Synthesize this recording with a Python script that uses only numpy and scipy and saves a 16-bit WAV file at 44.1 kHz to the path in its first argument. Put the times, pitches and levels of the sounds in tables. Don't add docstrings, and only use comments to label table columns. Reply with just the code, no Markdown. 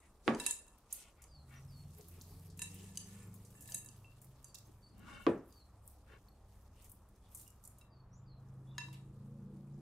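import sys
import numpy as np
from scipy import signal
from scipy.fft import rfft, irfft, next_fast_len
from scipy.io import wavfile
from scipy.ndimage import uniform_filter1d

SR = 44100
rng = np.random.default_rng(int(sys.argv[2]) if len(sys.argv) > 2 else 0)


def master_out(mix):
    frames = np.transpose(np.atleast_2d(mix))
    ceiling = np.clip(frames, -1, 1)
    pcm = np.round(ceiling * 32767).astype(np.int16)
    wavfile.write(sys.argv[1], SR, pcm)


N = 432607

# start in seconds, level of the high modes in dB, level of
# the low modes in dB, pitch the struck spot favours in Hz, pitch of the mode whose pair starts in
# opposition in Hz, lift of the lowest mode in dB.
CONTACTS = [(0.399, -48.5, -48, 2640, 5180, 2.5), (0.4637, -38.5, -45.5, 3300, 986, 2),
            (0.509, -40, -55.5, 5180, 2710, 5), (.588, -64, -73, 2710, 986, -6),
            (0.68, -70.5, -78, 2680, 986, -1), (1.2221, -84, -82, 5180, 3875, 0),
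            (2.5925, -53.5, -57.5, 1870, 986, 1), (2.6182, -46.5, -50, 2700, 3875, -1.5),
            (2.9742, -53, -67, 2700, 1754, -3), (3.657, -68, -73, 1500, 986, 0),
            (3.689, -75, -63, 1600, 2710, -8), (3.745, -43.5, -59.5, 2050, 986, 0),
            (3.778, -56, -80, 3000, 986, 0), (3.86, -59, -73, 2500, 2710, -3),
            (4.4436, -60.5, -77.5, 1200, 2710, 0.5), (4.5479, -73, -69.5, 4000, 1754, -2),
            (7.812, -77, -74, 3280, 1754, 0), (8.7815, -61.5, -44.5, 2710, 2710, 0.5),
            (8.885, -88, -65, 3870, 2710, 1), (8.944, -80, -67, 2680, 986, 10)]


def from_db(db):
    return 10 ** (np.asarray(db) / 20)


def rms_one(x):
    return x / np.sqrt(np.mean(x ** 2) + 1e-20)


def in_time(rows):
    s, *columns = np.transpose(rows)
    return [np.interp(np.arange(N) / SR, s, column) for column in columns]


def at_hz(points, hz, axis=1):
    return np.interp(np.log(hz), np.log(np.array(points)[:, 0]), np.array(points)[:, axis])


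def lay(out, s, sound):
    start = round(s * SR)
    out[..., start:start + sound.shape[-1]] += sound


def drift(rate):
    r = np.exp(-80 * np.pi * rate / SR)
    white = rng.standard_normal(N // 40 + 2002)
    slow = signal.lfilter([1], [1, -2 * r, r * r], white)[2000:]
    return np.interp(np.arange(N) / 40, np.arange(len(slow)), rms_one(slow))


def ring(clicks, hz, t60):
    r, w = from_db(-60 / (t60 * SR)), 2 * np.pi * hz / SR
    return signal.lfilter([0, np.sin(w)], [1, -2 * r * np.cos(w), r * r], clicks + 1e-18)


def narrow(white, hz, width_hz):
    t60 = np.log(1000) / np.pi / (1.5 * width_hz)
    return ring(ring(white, hz, t60), hz, t60)


def bands(white, low_hz):
    # frequency in Hz, likeness of left and right (1 is the same).
    likeness = [(60, 1), (250, 0.98), (500, 0.89), (1000, 0.96), (4000, 0.16), (12000, 0.35)]
    edges = 20 * 2 ** np.arange(0, 10, .5)
    for k, (low, high) in enumerate(zip(edges, edges[1:])):
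        if high > low_hz:
            band = signal.butter(2, [low, high], "band", fs=SR, output="sos")
            mid, side = signal.sosfilt(band, white[k % 2])
            centre = np.sqrt(low * high)
            alike = np.clip(at_hz(likeness, centre), -1, 1)
            yield centre, np.sqrt(1 + alike) * mid + np.sqrt(1 - alike) * side * [[1], [-1]]


def bursts(rows):
    rise_db_per_s, fall_db_per_s = 451.5, 202.5
    t, power = np.arange(0, N, 64) / SR, 1e-13
    for s, length, db in rows:
        early, late = np.maximum(s - t, 0), np.maximum(t - s - length, 0)
        power = power + from_db(db - rise_db_per_s * early - fall_db_per_s * late) ** 2
    return np.interp(np.arange(N) / SR, t, 10 * np.log10(power))


def glass_bowl():
    # start in seconds, length in seconds, level in dB.
    rattle_runs = [(0, 0.0082, -75.5), (.44, 0.25, -76), (1.88, 0.33, -87.5), (2.68, 0.55, -74),
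                   (3.55, 0.33, -74), (3.72, .08, -85.5), (8.85, 0.14, -84.5)]
    sound = bowl_modes(bursts(rattle_runs)) + cracks() + pings()
    return signal.sosfilt(signal.butter(4, 750, "high", fs=SR, output="sos"), sound)


def bowl_modes(rattle_db):
    # centre of the pair in Hz, level in dB, t60 of the longer twin in seconds.
    glass_modes = [(965, -4, 0.3), (1745, -3, 0.13), (2705, -1.5, 0.2), (3870, -2.5, 0.24),
                   (5157, -7, 0.13), (6150, -14, .05), (6540, -8, 0.1), (6680, -10, 0.13), (7180, -6, .09),
                   (7420, -7, .08), (7795, -4, .11), (8190, -6, .09), (8400, -10, 0.12), (9000, -14, 0.06),
                   (9255, -1, 0.08), (9690, -11, .1), (9935, -15, .12), (10385, -6, .1), (10550, -10, 0.14),
                   (11790, -10, 0.1), (12990, -23, 0.04), (13300, -23.5, 0.04), (14840, -25, .05)]
    low_modes = 5
    pair_split = 0.0056
    spot_db_per_octave = 5
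    opposed_lift_db = 0.5
    high_spread_db, pan_db = 2.5, -2.5
    rattle_lift_db = 11
    flutter_db, flutter_per_s = 3.5, 45

    s, high_db, low_db, spot_hz, opposed_hz, lowest_db = np.transpose(CONTACTS)
    at = (s * SR).astype(int)
    sides = from_db([[pan_db / 2], [-pan_db / 2]])
    chance = rng.standard_normal((len(s), len(glass_modes), 3))
    loose = np.flatnonzero(rng.random(N) < 160 / SR)
    out = np.zeros((2, N))
    for k, (hz, db, t60) in enumerate(glass_modes):
        opposed = abs(np.log2(hz / opposed_hz)) < 1 / 4
        if k < low_modes:
            spot_db = low_db - spot_db_per_octave * abs(np.log2(hz / spot_hz)) + opposed_lift_db * opposed
            spot_db = spot_db + lowest_db * (k == 0)
            flutter = from_db(flutter_db * drift(flutter_per_s))
        else:
            spot_db = high_db + high_spread_db * chance[:, k, 2]
            flutter = 1
        chip_db = db - 15.0 * (k < low_modes) + rattle_lift_db * ((k == 1) + (k == 2) / 2)
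        for twin in (0, 1):
            clicks = np.zeros((2, N))
            clicks[:, loose] = from_db(rattle_db[loose] + chip_db) * rng.standard_normal((2, len(loose)))
            lean = 1 + 0.83 * chance[:, k, twin] * [[1], [-1]]
            sign = (-1) ** k * np.where(opposed & (twin == 1), -1, 1)
            clicks[:, at] = sign * from_db(db + spot_db) * sides * lean
            twin_hz = hz * (1 + pair_split * (twin - .5))
            out += flutter * ring(clicks, twin_hz, t60 * (.5, 1)[twin]) * (1.4, 1)[twin]
    return out


def cracks():
    crack_db, t60_s = 6, 0.032
    soft = signal.butter(2, 6000, fs=SR, output="sos")
    out, t = np.zeros((2, N)), np.arange(SR // 20) / SR
    for s, _, low_db, *_ in CONTACTS:
        start = int(s * SR)
        crack = rng.standard_normal((2, len(t))) * from_db(low_db + crack_db - 60 * t / t60_s)
        out[:, start:start + len(t)] += signal.sosfilt(soft, crack[0] + .5 * crack)
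    return out


def pings():
    # start in seconds, pitch in Hz, level in dB, t60 in seconds.
    ping_tones = [(.465, 5140, -55, 0.11), (.522, 5160, -58, .1), (3.053, 6200, -65, .2),
                  (3.228, 7400, -60, .08), (3.36, 6600, -64, 0.046), (4.0451, 2700, -57, 0.11),
                  (4.1202, 2720, -65.5, 0.065), (8.884, 975, -52, 0.043), (8.7809, 6640, -43.5, 0.065),
                  (4.446, 6050, -56, 0.057), (4.655, 6300, -67.5, 0.089), (6.285, 4380, -60, 0.027),
                  (6.287, 11800, -64, 0.026), (7.466, 2850, -65.5, 0.079)]
    out, click = np.zeros((2, N)), np.arange(SR // 5) == 0
    for s, hz, db, t60 in ping_tones:
        lay(out, s, from_db(db) * ring(click, hz, t60))
    return out


def taps():
    # frequency in Hz, level in dB, t60 in seconds.
    handle_modes = [(2990, -4, .022), (4740, -1, .022), (6180, -1, .035), (6650, -7, .05), (7250, -3, .03),
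                    (8020, -3, .03), (8850, -5, .035), (10300, -3, .03)]
    # start in seconds, level in dB, tilt in dB per octave about 6 kHz.
    handle_taps = [(0.3473, -49, -5), (1.2397, -58, 3), (2.956, -58, -1), (2.9733, -37.5, 0),
                   (3.721, -44.5, 2), (3.8875, -54.5, 4), (4.444, -58.5, 7)]
    out, click = np.zeros((2, N)), np.arange(SR // 5) == 0
    for s, db, tilt_db in handle_taps:
        for k, (hz, mode_db, t60) in enumerate(handle_modes):
            lean = 1 + .35 * rng.standard_normal() * np.array([[1], [-1]])
            level_db = db + mode_db + tilt_db * np.log2(hz / 6000) + 0.65 * rng.standard_normal()
            lay(out, s, (-1) ** k * from_db(level_db) * lean * ring(click, hz, t60))
    return out


def ticks():
    # start in seconds, level in dB, lower edge in Hz, t60 of the slower part in seconds.
    crumb_ticks = [(0.2444, -79, 3240, .18), (0.4625, -26.5, 8000, 0.096), (0.508, -34, 2500, .012),
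                   (0.6654, -65, 6250, 0.025), (0.666, -64, 2500, .015), (0.7814, -61, 8450, 0.044),
                   (0.9035, -67, 6400, 0.092), (0.9254, -25.5, 6500, 0.023), (0.926, -30, 9400, 0.074),
                   (1.219, -52.5, 5860, 0.089), (1.983, -51, 11000, 0.04), (2.009, -54, 4200, 0.058),
                   (2.083, -52, 8200, 0.072), (2.2114, -49, 3740, 0.074), (2.216, -51.5, 8000, 0.048),
                   (2.2877, -63, 4000, 0.18), (2.4995, -60, 3900, 0.14), (2.573, -53, 6500, .06),
                   (2.622, -31.5, 6630, 0.072), (2.7422, -50, 8000, 0.068), (2.954, -56, 4000, 0.066),
                   (2.972, -42, 7340, 0.035), (3.229, -60, 6800, .05), (3.272, -60, 10500, .03),
                   (3.34, -53.5, 7500, 0.11), (3.449, -57.5, 4670, 0.16), (3.504, -60, 6700, 0.1),
                   (3.607, -50, 6700, 0.1), (3.622, -48, 6500, 0.067), (3.6403, -57, 7000, .06),
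                   (3.675, -48, 6300, 0.067), (3.696, -48, 6900, 0.21), (3.7415, -40.5, 7200, 0.11),
                   (3.845, -50, 6500, 0.04), (4.2154, -55, 6900, 0.12), (4.2436, -55, 8700, 0.055),
                   (4.5438, -41.5, 4430, 0.057), (4.548, -43, 8800, 0.031), (4.554, -40.5, 3680, 0.029),
                   (4.584, -49, 3970, 0.026), (4.585, -55, 9000, 0.034), (4.427, -63, 6000, 0.034),
                   (4.67, -63, 7800, .04), (4.98, -62, 6500, .03), (4.993, -61.5, 6500, 0.03),
                   (5.524, -55, 3900, 0.034), (5.876, -43, 8000, 0.022), (6.82, -60.5, 5900, 0.11),
                   (6.843, -56, 6070, 0.15), (6.8947, -54, 8500, 0.097), (6.916, -46.5, 8400, 0.046),
                   (7.087, -66, 7000, .04), (7.16, -68, 5000, 0.03), (7.3473, -40, 7300, 0.092),
                   (7.372, -48.5, 6800, 0.12), (7.396, -49, 7000, 0.054), (7.412, -50, 6950, 0.11),
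                   (7.477, -52.5, 6200, 0.043), (7.503, -54, 6300, 0.029), (7.638, -51.5, 6200, 0.05),
                   (7.65, -46.5, 6540, 0.07), (7.675, -43.5, 6760, 0.023), (7.784, -56, 7200, 0.054),
                   (8.928, -55.5, 1880, 0.23), (8.928, -57, 5700, 0.09)]
    octaves_wide, octaves_per_db = .3, .027
    pan_mean_db, pan_spread_db = -1, 4
    out, t = np.zeros((2, N)), np.arange(SR // 5) / SR
    for s, level_db, hz, t60 in crumb_ticks:
        octaves = max(octaves_wide - octaves_per_db * (level_db + 20.5), .2)
        pan_db = pan_mean_db + pan_spread_db * rng.standard_normal()
        white = rng.standard_normal((2, len(t)))
        white[1] = .6 * white[0] + .8 * white[1]
        decay = from_db(-60 * t / 0.0073) + 1.04 * from_db(-60 * t / t60)
        burst = white * np.minimum(t / 0.0012, 1) * decay
        band = signal.butter(3, [hz, min(hz * 2 ** octaves, 15500)], "band", fs=SR, output="sos")
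        sides = from_db([[level_db + pan_db / 2], [level_db - pan_db / 2]])
        lay(out, s, signal.sosfilt(band, burst) * sides)
    return out


def stir():
    # start in seconds, length in seconds, level below 10 kHz in dB,
    # level above 10 kHz relative to it in dB.
    dough_strokes = [(0.267, 0.2, -58.5, -32), (0.403, .04, -54, -5), (0.454, 0.042, -50.5, -15),
                     (0.503, 0.2, -76, -16), (0.918, 0.11, -58, -20), (1.493, 0.53, -71, -4),
                     (1.947, 0.52, -69, 2), (2.586, 0.32, -61, -6.5), (2.953, 0.28, -64.5, -5),
                     (3.24, .4, -72.5, 0), (3.68, 0.073, -59.5, -1), (3.8, 0.17, -73.5, 2),
                     (3.993, 0.49, -75, -5), (4.55, 0.25, -79, 2), (5.078, 0.22, -67.5, -10),
                     (5.484, 0.089, -76, 7), (5.866, 0.041, -79, 15), (6.5, 0.17, -77, -1.5),
                     (6.762, 0.1, -69, -3), (7.324, 0.11, -67, 3.5), (7.434, 0.055, -84, -6),
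                     (7.64, 0.055, -77, 5), (7.703, 0.11, -75.5, -5.5), (8.76, 0.19, -73.5, -13.5)]
    # time in seconds, level in dB.
    hiss_curve = [(0, -76.5), (4.5, -78), (6.3, -77.5), (7.8, -77.5), (7.88, -100), (8.33, -105),
                  (8.4, -82), (9.81, -79.5)]
    hiss, = in_time(hiss_curve)
    low = bursts([(s, length, db) for s, length, db, top_db in dough_strokes])
    high = bursts([(s, length, db + top_db) for s, length, db, top_db in dough_strokes])
    pairs = (low, hiss), (high, hiss - 6)
    return [10 * np.log10(from_db(a) ** 2 + from_db(b) ** 2) for a, b in pairs]


def rustle(low_db, high_db):
    # frequency in Hz, level in dB per half octave.
    dough_spectrum = [(2500, -15), (4000, -12), (6000, -9.5), (8700, -6.5), (12300, -4.5), (17400, -15)]
    sizes = from_db(0.74 * np.minimum(rng.exponential(1, (2, 1, N)), 5))
    grains_per_s = 900 * from_db(2.5 * drift(25))
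    grains = uniform_filter1d(sizes * (rng.random((2, 1, N)) < grains_per_s / SR), size=40)
    white = rng.standard_normal((2, 2, N)) * (1.3 + grains / grains.mean())
    out = np.zeros((2, N))
    for hz, x in bands(white, 2500):
        stroke_db = low_db if hz < 1e4 else high_db
        out += from_db(stroke_db + at_hz(dough_spectrum, hz) + 2.0 * drift(12)) * rms_one(x)
    return out


def scuffs():
    # start in seconds, length in seconds, level in dB, centre in Hz, share through the bowl's
    slides = [(0.259, 0.037, -46.5, 300, 0.1), (0.0, 0.1, -72.5, 2070, 0), (0.877, 0.27, -64, 2700, 0.35),
              (1.149, 0.15, -71, 2200, 0.4), (1.474, 0.16, -61.5, 1820, 0.44),
              (1.968, 0.069, -62.5, 430, 0.03), (2.103, 0.11, -72, 2540, 0.17),
              (2.151, 0.057, -64.5, 410, 0.1), (2.2, 0.27, -76, 4500, 0), (2.458, 0.097, -77, 4550, 0),
              (2.705, 0.18, -66, 2800, 0), (2.79, 0.075, -60.5, 380, 0.06), (2.997, 0.41, -69, 2360, 0.54),
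              (3.678, 0.092, -62, 636, 0.24), (3.873, 0.041, -61.5, 233, 0.05), (4.661, 0.058, -66, 330, 0),
              (4.857, 0.46, -61, 210, 0.03), (4.913, 0.45, -65, 1800, 1.07),
              (5.035, 0.28, -58.5, 2200, 0.96), (5.045, 0.086, -59, 1100, 0.04),
              (4.971, .28, -63, 1450, 0.2), (5.072, 0.14, -77, 5200, 0.05), (6.05, 0.15, -62, 1670, 0.35),
              (6.077, 0.12, -59.5, 417, 0.45), (6.731, 0.15, -72.5, 2750, 0.23),
              (7.21, 0.11, -79.5, 3400, 0.1), (7.34, 0.15, -80, 3840, 0.2), (8.91, .08, -84, 4770, 0.2)]
    # frequency in Hz, width in Hz, level in dB.
    loaded_bowl = [(580, 60, -10), (820, 60, -12), (1110, 80, -3), (1445, 65, 0), (1760, 120, -10),
                   (2200, 70, -5), (2770, 120, -4), (3050, 100, -11), (3630, 90, -13), (3970, 90, -18)]
    grit_db = 1.1
    out = np.zeros((2, N))
    for s, length, db, hz, share in slides:
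        share, size = np.clip(share, 0, 1), round(length * SR)
        white = rng.standard_normal((2, size))
        white[1] = .6 * white[0] + .8 * white[1]
        band = signal.butter(1, [hz / 1.066, hz * 1.096], "band", fs=SR, output="sos")
        broad = signal.sosfilt(band, white)
        hollow = sum((-1) ** k * from_db(mode_db) * rms_one(narrow(white, mode_hz, width_hz))
                     for k, (mode_hz, width_hz, mode_db) in enumerate(loaded_bowl))
        swell = np.sin(np.pi * np.arange(size) / size) ** 1.4
        mix = (1 - share) * rms_one(broad) + share * rms_one(hollow)
        lay(out, s, from_db(db) * swell * mix)
    grit = from_db(grit_db * (drift(66) + drift(5.1)))
    return out * grit * from_db([[1.5], [-1.5]])


def knock(s, modes, modes_db, snap_db, contact_hz, tail_db, tilt_db, pan_db):
    # frequency in Hz, level in dB per Hz, t60 in seconds.
    tail_spectrum = [(100, -7.5, 0.27), (300, -1, 0.4), (699, -12, 0.34), (1482, -21, 0.38),
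                     (3000, -26, 0.15), (8000, -48, .15)]
    t = np.arange(SR // 2) / SR
    click = 1. * (t == 0)
    body = 0
    for k, (hz, db, t60) in enumerate(modes):
        lean = np.tanh((hz / 1000) ** 2) * (-1) ** (k // 2)
        damped = ring(click, hz, min(t60, .3))
        body = body + (-1) ** k * from_db(modes_db + db) * damped * [[1 + lean], [1 - lean]]
    snap = from_db(snap_db) * ring(click, contact_hz, 1.3 / contact_hz)
    white = rng.standard_normal((2, 2, len(t))) * np.minimum(t / 0.00027, 1)
    tail = 0
    for hz, x in bands(white, 90):
        decay_db = -60 * t / at_hz(tail_spectrum, hz, axis=2)
        tail = tail + from_db(at_hz(tail_spectrum, hz) + tilt_db * np.log2(hz / 300) + decay_db) * x
    blow = body + snap * from_db([[pan_db / 2], [-pan_db / 2]]) + from_db(tail_db) * tail
    soft = signal.butter(2, [80, 2.6 * contact_hz], "band", fs=SR, output="sos")
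    out = np.zeros((2, N))
    lay(out, s, signal.sosfilt(soft, blow))
    return out


def sharp_knock():
    # frequency in Hz, level in dB, t60 in seconds.
    hard_modes = [(138, -13, 0.16), (228.2, 2, 0.22), (256, -1, 0.22), (295, 1.5, 0.23), (373.7, 0, 0.18),
                  (418, -1.5, 0.19), (518, -6.5, 0.23), (610, -14, .2), (740, -15.5, 0.22),
                  (976, -19.5, .15), (1144, -9.5, 0.2), (1235, -11.5, 0.15), (1660, -20, 0.15)]
    return knock(.2792, hard_modes, modes_db=-28.5, snap_db=-4, contact_hz=1510,
                 tail_db=-12.0, tilt_db=1.5, pan_db=-7.0)


def dull_knock():
    # frequency in Hz, level in dB, t60 in seconds (knock() holds it to 0.3 at most).
    thud_modes = [(145.5, -31.5, 0.39), (208, -36, 0.22), (255, -23, 0.18), (284, -6, 0.047),
                  (341, -10, 0.22), (407, -16, 0.19), (453, -11, 0.16), (458, -12.5, 0.034),
                  (523, -20.5, 0.25), (608, -25.5, 0.33), (704, -31, 0.24), (990, -25, 0.12),
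                  (1156, -18.5, 0.055), (1370, -41, 0.29), (1650, -46, 0.17)]
    return knock(5.2665, thud_modes, modes_db=-12, snap_db=-14, contact_hz=1800,
                 tail_db=-13.0, tilt_db=-0.5, pan_db=-10)


def scatter(x):
    size = next_fast_len(N + SR // 5)
    spectrum = rfft(x, size)
    turn = np.exp(-2j * np.pi * np.arange(size // 2 + 1) / size)
    for lag in (71, 149, 241):
        spectrum = spectrum * (turn ** lag - .6) / (1 - .6 * turn ** lag)
    return irfft(spectrum, size)[:N]


def kitchen(x):
    t60_s, wall_cut_hz = 0.34, 12000
    out, dull = np.zeros((2, N)), np.exp(-2 * np.pi * wall_cut_hz / SR)
    for k, lag in enumerate((rng.uniform(.012, .035, 12) * SR).astype(int)):
        loop, gain, state = x.copy(), from_db(-60 * lag / SR / t60_s), [0.]
        for i in range(lag, N, lag):
            back, state = signal.lfilter([gain * (1 - dull)], [1, -dull], loop[i - lag:i], zi=state)
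            loop[i:i + lag] += back[:N - i]
        out[k % 2] += (loop - x) * (-1) ** (k // 2)
    return out


def engine():
    # time in seconds, speed in cycles per second.
    speed_curve = [(.98, 16), (1.15, 17.6), (1.4, 18.2), (1.81, 20.2), (2.19, 21.8), (2.57, 23.3),
                   (3.26, 25.2), (3.7, 25.7), (4.36, 26.2), (4.83, 25.7), (5.2, 25.1), (6.15, 25.2),
                   (7.11, 24.9), (7.5, 25.6), (8.4, 26.2), (8.95, 26.8), (9.49, 27.9), (9.81, 28.5)]
    # time in seconds, level in dB.
    load_curve = [(.98, -98), (1.2, -72.5), (1.4, -63.5), (1.8, -58.5), (2.1, -62), (2.4, -59), (3.3, -58),
                  (3.7, -62.5), (4.4, -69.5), (5.0, -65), (5.6, -72.5), (6.2, -69.5), (6.6, -71),
                  (6.9, -69.5), (7.5, -70.5), (8.0, -65.5), (8.4, -61.5), (9.0, -59.5), (9.3, -57.5),
                  (9.55, -58), (9.81, -57)]
    # multiple of the cycle, level in dB.
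    multiples = [(4, 1), (5, -4.5), (6, -15.5), (7, -4.5), (8, -6.5), (9, -18.5), (10, -22.5), (11, -21),
                 (12, -13.5), (13, -28.5), (14, -25), (15, -23), (16, -26.5), (17, -26), (18, -25.5),
                 (19, -30.5), (20, -22.5)]
    # frequency in Hz, gain in dB.
    room_bass = [(68, -2.5), (80, -2), (97, 1), (112, -3.5), (120, -12), (132, 9), (142, 8), (152, -2),
                 (162, 3), (178, -1), (197, 6), (210, -4), (225, 4.5), (250, -4), (300, -1), (330, -2.5),
                 (380, -2), (430, 2), (480, 3), (530, -2.5), (570, -0.5)]
    full_load_db, thinning = -56.5, 0.48
    upper_wander = .2

    (per_s,), (load_db,) = in_time(speed_curve), in_time(load_curve)
    turns = np.cumsum(per_s * (1 + 0.0043 * drift(10))) / SR
    thin_db = thinning * np.minimum(load_db - full_load_db, 0)
    out = np.zeros(N)
    for j, (k, db) in enumerate(multiples):
        k = round(k)
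        upper = k > 8.5
        waver_db = (2.0 + 2.0 * upper) * drift(4.35) + (2.0 + 2.2 * upper) * drift(8.2)
        level_db = load_db + db + thin_db * (j > 1) + at_hz(room_bass, k * per_s) + waver_db
        phase = k * turns + upper_wander * upper * drift(6.0) + rng.random()
        out += np.sqrt(2) * from_db(level_db) * np.sin(2 * np.pi * phase)
    return out


def birds():
    # start in seconds, length in seconds, first pitch in Hz, last pitch in Hz, level in dB,
    # bend (1 is an even glide, more settles sooner).
    whistle_glides = [(1.274, 0.15, 5110, 4090, -74.5, 1.23), (1.56, 0.032, 5900, 5760, -70.5, 2),
                      (1.68, 0.15, 5470, 4310, -71, 3.8), (4.45, 0.066, 4880, 4560, -72.5, 1.7),
                      (4.825, 0.06, 4640, 4380, -74, 1.3), (4.86, 0.037, 4460, 4800, -81, 1.6),
                      (4.915, 0.015, 4440, 4400, -71, 1.1), (5.145, 0.028, 4720, 4300, -73, 1.1),
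                      (5.498, 0.16, 4920, 4050, -72.5, 1.2), (7.898, 0.12, 5000, 4416, -77.5, 3.3),
                      (8.117, 0.026, 5630, 5780, -81.5, 1.2), (8.128, 0.024, 5900, 6220, -79.5, 1.6),
                      (8.14, 0.049, 6460, 7310, -76.5, 1.3), (8.259, 0.12, 4940, 4090, -74.5, 3.2),
                      (8.668, 0.061, 3410, 3600, -73, 1.05), (8.675, 0.056, 3750, 3850, -81, 1.3),
                      (8.74, 0.049, 2800, 2820, -78, 1.6)]
    # delay in seconds, level in dB.
    yard_walls = [(.011, -4), (0.021, -9), (.038, -11), (.057, -14)]
    out, warble = np.zeros(N), 1 + .011 * drift(70)
    for s, length, first_hz, last_hz, db, bend in whistle_glides:
        share = np.arange(round(length * SR)) / (length * SR)
        glide_hz = last_hz + (first_hz - last_hz) * (1 - share) ** bend
        hz = glide_hz * warble[round(s * SR):][:len(share)]
        swell = np.sin(np.pi * share) ** 0.3
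        lay(out, s, from_db(db) * swell * np.sin(2 * np.pi * np.cumsum(hz) / SR))
    out = out * from_db(3.8 * drift(50))
    return out + sum(from_db(db) * np.roll(out, round(s * SR)) for s, db in yard_walls)


def air():
    # frequency in Hz, level in dB per Hz.
    air_spectrum = [(12, -34), (20, 12.5), (43, 11), (65, 4.5), (120, -4), (168, -2), (357, -7),
                    (698, -8.5), (1000, -8), (1960, -27.5), (5080, -32.5), (6910, -37), (11800, -36),
                    (16000, -50)]
    air_db = -64.5
    hum_hz, hum_width_hz, hum_db = 64.8, 16, -66.5
    white = rng.standard_normal((2, 2, N))
    hum = from_db(hum_db) * rms_one(ring(white[0, 1], hum_hz, np.log(1000) / np.pi / hum_width_hz))
    quiet_start = np.arange(N) < 1.2 * SR
    hum = hum * from_db(2.0 * drift(0.25) - 9.6 * quiet_start)
    tone = np.zeros((2, N))
    for hz, x in bands(white, 0):
        patchy_db = (1.5 + 1.6 * (hz < 90)) * drift(8.2)
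        tone += from_db(at_hz(air_spectrum, hz) + patchy_db) * x
    return hum + from_db(air_db) * rms_one(tone)


def scene():
    bowl = glass_bowl() + taps() + ticks()
    whistles = birds()
    room_feed = bowl.mean(axis=0) + from_db(-5) * whistles
    echoes = from_db(-12) * kitchen(scatter(room_feed))
    knocks = sharp_knock() + dull_knock()
    return bowl + whistles + echoes + knocks + rustle(*stir()) + scuffs() + engine() + air()


def record(dry):
    thin = signal.sosfilt(signal.butter(2, 30, "high", fs=SR, output="sos"), dry)
    return signal.sosfilt(signal.ellip(10, .5, 60, 15750, fs=SR, output="sos"), thin)


dry = scene()
out = record(dry)
master_out(out)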